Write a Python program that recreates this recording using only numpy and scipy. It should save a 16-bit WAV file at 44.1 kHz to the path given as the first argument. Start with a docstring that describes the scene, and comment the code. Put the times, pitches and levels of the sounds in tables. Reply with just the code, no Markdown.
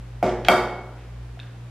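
"""An appliance hums over faint room hiss; then a metal mug full of water is set down on a steel counter
in a tiled kitchen: a dull knock, a gritty touch of the rim, a hard knock; later, a few small clicks.
Blows push decaying sine modes of mug and counter plus a noise crack; scrapes are band-passed grains,
clicks short sines, the hum wavering sines, the hiss filtered noise. Echoes and a noise tail make the room."""
import sys
import numpy as np
from scipy import signal
from scipy.io import wavfile
from scipy.ndimage import uniform_filter1d

SR = 44100
rng = np.random.default_rng(int(sys.argv[2]) if len(sys.argv) > 2 else 0)


def store_wav(level_fs):
    """Save 16-bit WAV to argv[1]."""
    pcm = np.round(np.clip(np.atleast_2d(level_fs), -1, 1) * 32767)
    wavfile.write(sys.argv[1], SR, pcm.T.astype(np.int16))


N = 74970


def gain_of(db):
    """Amplitude factor of a level in dB."""
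    return 10 ** (np.asarray(db) / 20)


def read(points, hz):
    """Reads a curve of (Hz, value) along a log frequency axis."""
    point_hz, value = np.transpose(points)
    return np.interp(np.log(hz + 1), np.log(point_hz + 1), value)


def coloured(x, points):
    """Linear-phase filter whose gain follows a table of (Hz, dB)."""
    hz = np.linspace(0, SR / 2, 513)
    fir = signal.firwin2(1023, hz, gain_of(read(points, hz)), fs=SR)
    return signal.oaconvolve(x, fir, "same")


def lowpass(x, top_hz, order=2):
    """Butterworth low-pass: a limit on how fast the signal can move."""
    return signal.lfilter(*signal.butter(order, top_hz, fs=SR), x)


def peak(x, hz, q):
    """Resonant band-pass with unit gain at its centre."""
    return signal.lfilter(*signal.iirpeak(hz, q, fs=SR), x)


def place(start_s, sound):
    """Puts a sound into silence of scene length, cut at the end."""
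    out = np.zeros(N)
    part = out[round(start_s * SR):][:len(sound)]
    part += sound[:len(part)]
    return out


def swelling_sine(t, hz, db, t60_s, rise_s):
    """One struck mode: exponential swell, then exponential decay."""
    envelope = gain_of(db - 60 * t / t60_s) * (1 - np.exp(-t / rise_s))
    return envelope * np.sin(2 * np.pi * hz * t)


# Spectrum of the room hiss. Each row: frequency in Hz, relative density in dB.
AIR_SPECTRUM = [(30, -38), (90, -8.5), (170, -17.5), (300, -13), (600, -20), (1200, -23), (2500, -28.5),
                (5000, -37), (9000, -44.5), (12000, -47.5), (14500, -58), (16000, -103)]
# Side against mid of the hiss. Each row: frequency in Hz, gain in dB.
AIR_WIDTH = [(60, -32), (110, -69), (200, -11), (380, -5.5), (700, -6.5), (1290, -5), (2380, -4.5),
             (4400, -1.5), (8120, 1), (15000, 3)]
AIR_RMS_DB = -51  # of the mid


def air():
    """Steady room hiss: independent filtered noises for mid and side."""
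    mid = coloured(rng.standard_normal(N), AIR_SPECTRUM)
    side = coloured(rng.standard_normal(N), AIR_SPECTRUM)
    side = coloured(side, AIR_WIDTH)
    return gain_of(AIR_RMS_DB) / np.std(mid) * np.array([mid, side])


# Low throb. Each row: time in seconds, frequency in Hz, RMS level in dB before waver.
THROB = [(0.0, 54.5, -39), (0.094, 54.5, -41), (0.226, 54.8, -40), (0.302, 54.8, -35), (0.406, 54.8, -41),
         (0.458, 54.8, -35), (0.582, 54.8, -46), (0.61, 55.3, -40), (0.696, 56.2, -41), (0.894, 56.2, -46),
         (0.98, 57.4, -45), (1.168, 57.4, -39), (1.324, 57.4, -40), (1.396, 58.6, -45), (1.476, 58.6, -48),
         (1.5, 58.6, -56), (1.59, 58.6, -46), (1.7, 58.5, -49)]
# Steadier hum. Each row: time in seconds, frequency in Hz, RMS level in dB before waver.
HUM = [(0, 118.7, -40), (.5, 118.7, -39), (.8, 118.7, -42), (1.1, 118.7, -40), (1.7, 118.7, -39)]
HUM_PARTIAL_RATIO, HUM_PARTIAL_DB = 3 / 2, -17.5
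WAVER_DEPTH = .14  # standard deviation of the gain


def hum():
    """Appliance: a low throb and a hum with a faint upper partial, each sine wavering in level."""
    t, out = np.arange(N) / SR, np.zeros(N)
    partials = [(THROB, 1, 0), (HUM, 1, 0), (HUM, HUM_PARTIAL_RATIO, HUM_PARTIAL_DB)]
    for curve, ratio, partial_db in partials:
        time_s, hz, level_db = np.transpose(curve)
        waver = uniform_filter1d(rng.standard_normal(N), size=3000)
        waver = 1 + WAVER_DEPTH * waver / waver.std()
        turns = np.cumsum(ratio * np.interp(t, time_s, hz)) / SR + rng.random()
        amplitude = np.sqrt(2) * gain_of(partial_db + np.interp(t, time_s, level_db))
        out += waver * amplitude * np.sin(2 * np.pi * turns)
    return out


def ring(modes, t):
    """Sum of struck modes; neighbours start in opposite directions."""
    return sum((-1) ** k * swelling_sine(t, *mode) for k, mode in enumerate(modes))


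# Blows of the mug. Each row: start in seconds, push level in dB, hardness as top of the push in Hz,
# crack noise level in dB before its filters.
BLOWS = [(0.227, -2.5, 607, -46), (0.4846, -1.5, 8900, -25)]
# Quick modes of mug and counter. Each row: frequency in Hz, relative level in dB,
# T60 in seconds, rise time constant in seconds.
BODY = [(200, -15, .12, .02), (250, -17, .12, .02), (360, -7, .2, .02), (640, -9, .05, .003),
        (700, 1.5, .042, .0006), (880, -14, .05, .004), (1160, -14, .08, .005), (1450, -5, .022, .0002),
        (1900, -12, .018, .0005), (2240, -1, .02, .0002), (2670, -8, .014, .0002), (3220, -3, .02, .0002),
        (4650, -16, .02, .0002), (5440, -22, .016, .0004), (6700, -24, .016, .0004),
        (8080, -32, .02, .0004)]
# Longer rings of the mug wall. Each row: frequency in Hz, relative level in dB,
# T60 in seconds, rise time constant in seconds.
WALL = [(378, -20, .35, .02), (632, -17, .35, .01), (698, -20, .35, .01), (832, -30, .4, .01),
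        (1160, -21, .32, .01), (1259, -31, .3, .01), (1358, -24, .33, .01), (1459, -22, .3, .01),
        (1606, -32, .32, .01), (1888, -29, .45, .01), (2169, -32, .5, .01), (2206, -19, .5, .01),
        (2310, -26, .3, .01), (3194, -31, .4, .01), (3650, -38, .6, .01), (4545, -42, .5, .01)]
# Steel sheet's countless close modes as one broad shudder. Each row: frequency in Hz, gain in dB.
SHEET = [(100, -13), (170, -6.5), (300, -6), (450, 0.5), (630, 5), (760, -4.5), (1000, -9.5), (1400, -18.5),
         (1700, -11.5), (2000, -32), (2200, -30), (2450, -5), (2700, -32), (2950, -33), (3200, -14),
         (3450, -36.5), (3700, -11), (4200, -54), (4550, -9), (4800, -25), (5400, -26.5), (5900, -26),
         (6500, -30), (9000, -27), (14000, -44)]
SHEET_DB = 25
CRACK_T60_S, CRACK_LOW_HZ = .016, 8500
CRACK_PEAK_HZ, CRACK_PEAK_Q, CRACK_PEAK_DB = 13300, 5.5, 10


def crack_noise(t, level_db):
    """Contact crack: decaying noise, high-passed, with one treble resonance."""
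    crack = rng.standard_normal(len(t)) * gain_of(level_db - 60 * t / CRACK_T60_S)
    crack = signal.lfilter(*signal.butter(2, CRACK_LOW_HZ, "high", fs=SR), crack)
    return crack + gain_of(CRACK_PEAK_DB) * peak(crack, CRACK_PEAK_HZ, CRACK_PEAK_Q)


def mug():
    """Blows push the same modes, a soft one mainly the low ones; returns knocks and sheet shudder."""
    t = np.arange(SR // 2) / SR
    modes = ring(WALL, t) - ring(BODY, t)
    impulse = gain_of(SHEET_DB) * (t == 0)
    knocks, shudder = np.zeros(N), np.zeros(N)
    for start_s, push_db, top_hz, crack_db in BLOWS:
        knock = gain_of(push_db) * lowpass(modes, top_hz)
        knocks += place(start_s, crack_noise(t, crack_db) + knock)
        shudder += place(start_s, gain_of(push_db) * lowpass(impulse, top_hz))
    return knocks, coloured(shudder, SHEET)


# Scrapes of the mug's foot and loose cutlery on the steel. Each row: start in seconds,
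# relative level in dB, Gaussian decay length in seconds, centre frequency in Hz.
SCRAPES = [(.2272, -32, .06, 2200), (.2273, -45, .05, 5300), (.263, -35, .007, 3600),
           (.291, -33, .008, 2900), (.4475, -22, .005, 3000), (.448, -26, .006, 1800),
           (.455, -33, .02, 2300), (.514, -25, .011, 3300), (.544, -28, .008, 1500), (.85, -38, .05, 730),
           (.98, -50, .05, 2400), (1.399, -42, .008, 3000), (1.43, -47, .008, 2600)]
SCRAPE_GRAINS_PER_S, SCRAPE_Q, SCRAPE_RISE_S = 7000, 1.5, .0012
SCRAPE_TOP_DB = -39  # open treble


def scrapes():
    """Grit bursts: dense uneven grains through a broad band, plus differentiated grains as treble."""
    t, out = np.arange(SR // 10) / SR, np.zeros(N)
    for start_s, db, length_s, hz in SCRAPES:
        grit = rng.standard_normal(len(t))
        grit = grit * (rng.random(len(t)) < SCRAPE_GRAINS_PER_S / SR)
        grit = grit / grit.std() * np.clip(t / SCRAPE_RISE_S, 0, 1) * np.exp(-(t / length_s) ** 2)
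        band = peak(peak(grit, hz, SCRAPE_Q), hz, SCRAPE_Q)
        treble = gain_of(SCRAPE_TOP_DB) * np.diff(grit, prepend=0)
        out += place(start_s, gain_of(db) * (2 * band + treble))
    return out


# Decay of the room. Each row: frequency in Hz, T60 in seconds.
KITCHEN_T60 = [(100, 0.35), (260, 1), (700, 0.83), (1840, 0.68), (4850, 0.57), (12800, 0.39)]
# Colour of the tail. Each row: frequency in Hz, relative level in dB.
KITCHEN_COLOUR = [(100, -26.5), (200, 20), (400, 0.3), (800, 6.1), (1500, 13), (3000, 0.5), (6000, 5.5),
                  (14000, 5.5)]
KITCHEN_DB = 6  # tail energy
BUILD_S = .009  # ramp length, after half as much silence


def tail():
    """Diffuse room tail: noise that dies band by band."""
    hz, t, bands = signal.stft(rng.standard_normal(SR), SR, nperseg=256)
    t60_s = read(KITCHEN_T60, hz)[:, None]
    fade = gain_of(read(KITCHEN_COLOUR, hz)[:, None] - 60 * t / t60_s)
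    out = signal.istft(bands * fade, SR, nperseg=256)[1][:SR]
    out = out * np.clip(np.arange(SR) / SR / BUILD_S - .5, 0, 1)
    return gain_of(KITCHEN_DB) * out / np.linalg.norm(out)


# Early echoes. Each row: delay in seconds, signed gain.
ECHOES = [(.0064, .6), (.0098, .6), (.0148, -.3), (.021, .3)]
ECHO_TOP_HZ = 1500
MODES_TO_ROOM_DB = -13


def kitchen(knocks, shudder, small):
    """Dull early echoes and the tail; small sounds come from other spots and get their own tail."""
    dull = lowpass(knocks, ECHO_TOP_HZ)
    echoes = sum(place(delay_s, gain * dull) for delay_s, gain in ECHOES)
    sent = gain_of(MODES_TO_ROOM_DB) * knocks + shudder
    tails = signal.fftconvolve(sent, tail()) + signal.fftconvolve(small, tail())
    return echoes + tails[:N]


# Small clicks. Each row: start in seconds, level in dB before rise and decay, pitch in Hz, T60 in seconds.
CLICKS = [(1.3735, -38, 700, .035), (1.3928, -31, 3200, .004), (1.3929, -30, 1600, .008),
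          (1.3996, -29, 3650, .014), (1.3999, -34, 2650, .014), (1.4045, -42, 3700, .02),
          (1.411, -45, 2600, .012), (1.431, -44, 2700, .02)]
CLICK_RISE_S = .00012


def clicks():
    """Tiny dry snaps, each one short inverted ring."""
    t = np.arange(SR // 10) / SR
    return sum(place(start_s, -swelling_sine(t, hz, db, t60_s, CLICK_RISE_S))
               for start_s, db, hz, t60_s in CLICKS)


# Side colour of the near sounds and their room. Each row: frequency in Hz, gain in dB.
WIDTH = [(100, -102), (250, -34), (700, -20), (1500, -18.5), (3000, -11), (5000, -1.5), (8000, 2.5),
         (12000, 8.5), (15000, 0)]
CLICK_ROOM_DB, SCRAPE_ROOM_DB = -12, -6
DIRECT_SIDE_DB, LEAN = -8, -.04  # negative lean: toward the right


def scene():
    """Sums all layers as mid and side, then decodes to left and right."""
    knocks, shudder = mug()
    grit, snaps = scrapes(), clicks()
    mid, side = air()
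    direct = knocks + snaps + grit
    small_sent = gain_of(CLICK_ROOM_DB) * snaps + gain_of(SCRAPE_ROOM_DB) * grit
    near = direct + kitchen(knocks, shudder, small_sent)
    mid = mid + near + hum()
    delayed = np.roll(direct, SR // 4000)  # about 0.25 ms
    # A second draw of the tails decorrelates the side.
    spread = gain_of(DIRECT_SIDE_DB) * delayed + kitchen(knocks, shudder, small_sent)
    side = side + LEAN * near + coloured(spread, WIDTH)
    return np.array([mid + side, mid - side])


CEILING = 1.3  # full scale = 1
MIC_TOP_HZ, EDGE_HZ = 14300, 16300


def record(dry):
    """Soft tanh overload, the microphone's treble roll-off, then the band limit."""
    soft = CEILING * np.tanh(dry / CEILING)
    rolled_off = lowpass(soft, MIC_TOP_HZ, order=6)
    band_limit = signal.firwin(511, EDGE_HZ, window=("kaiser", 9), fs=SR)
    return signal.oaconvolve(rolled_off, band_limit[None], "same")


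dry = scene()
out = record(dry)
store_wav(out)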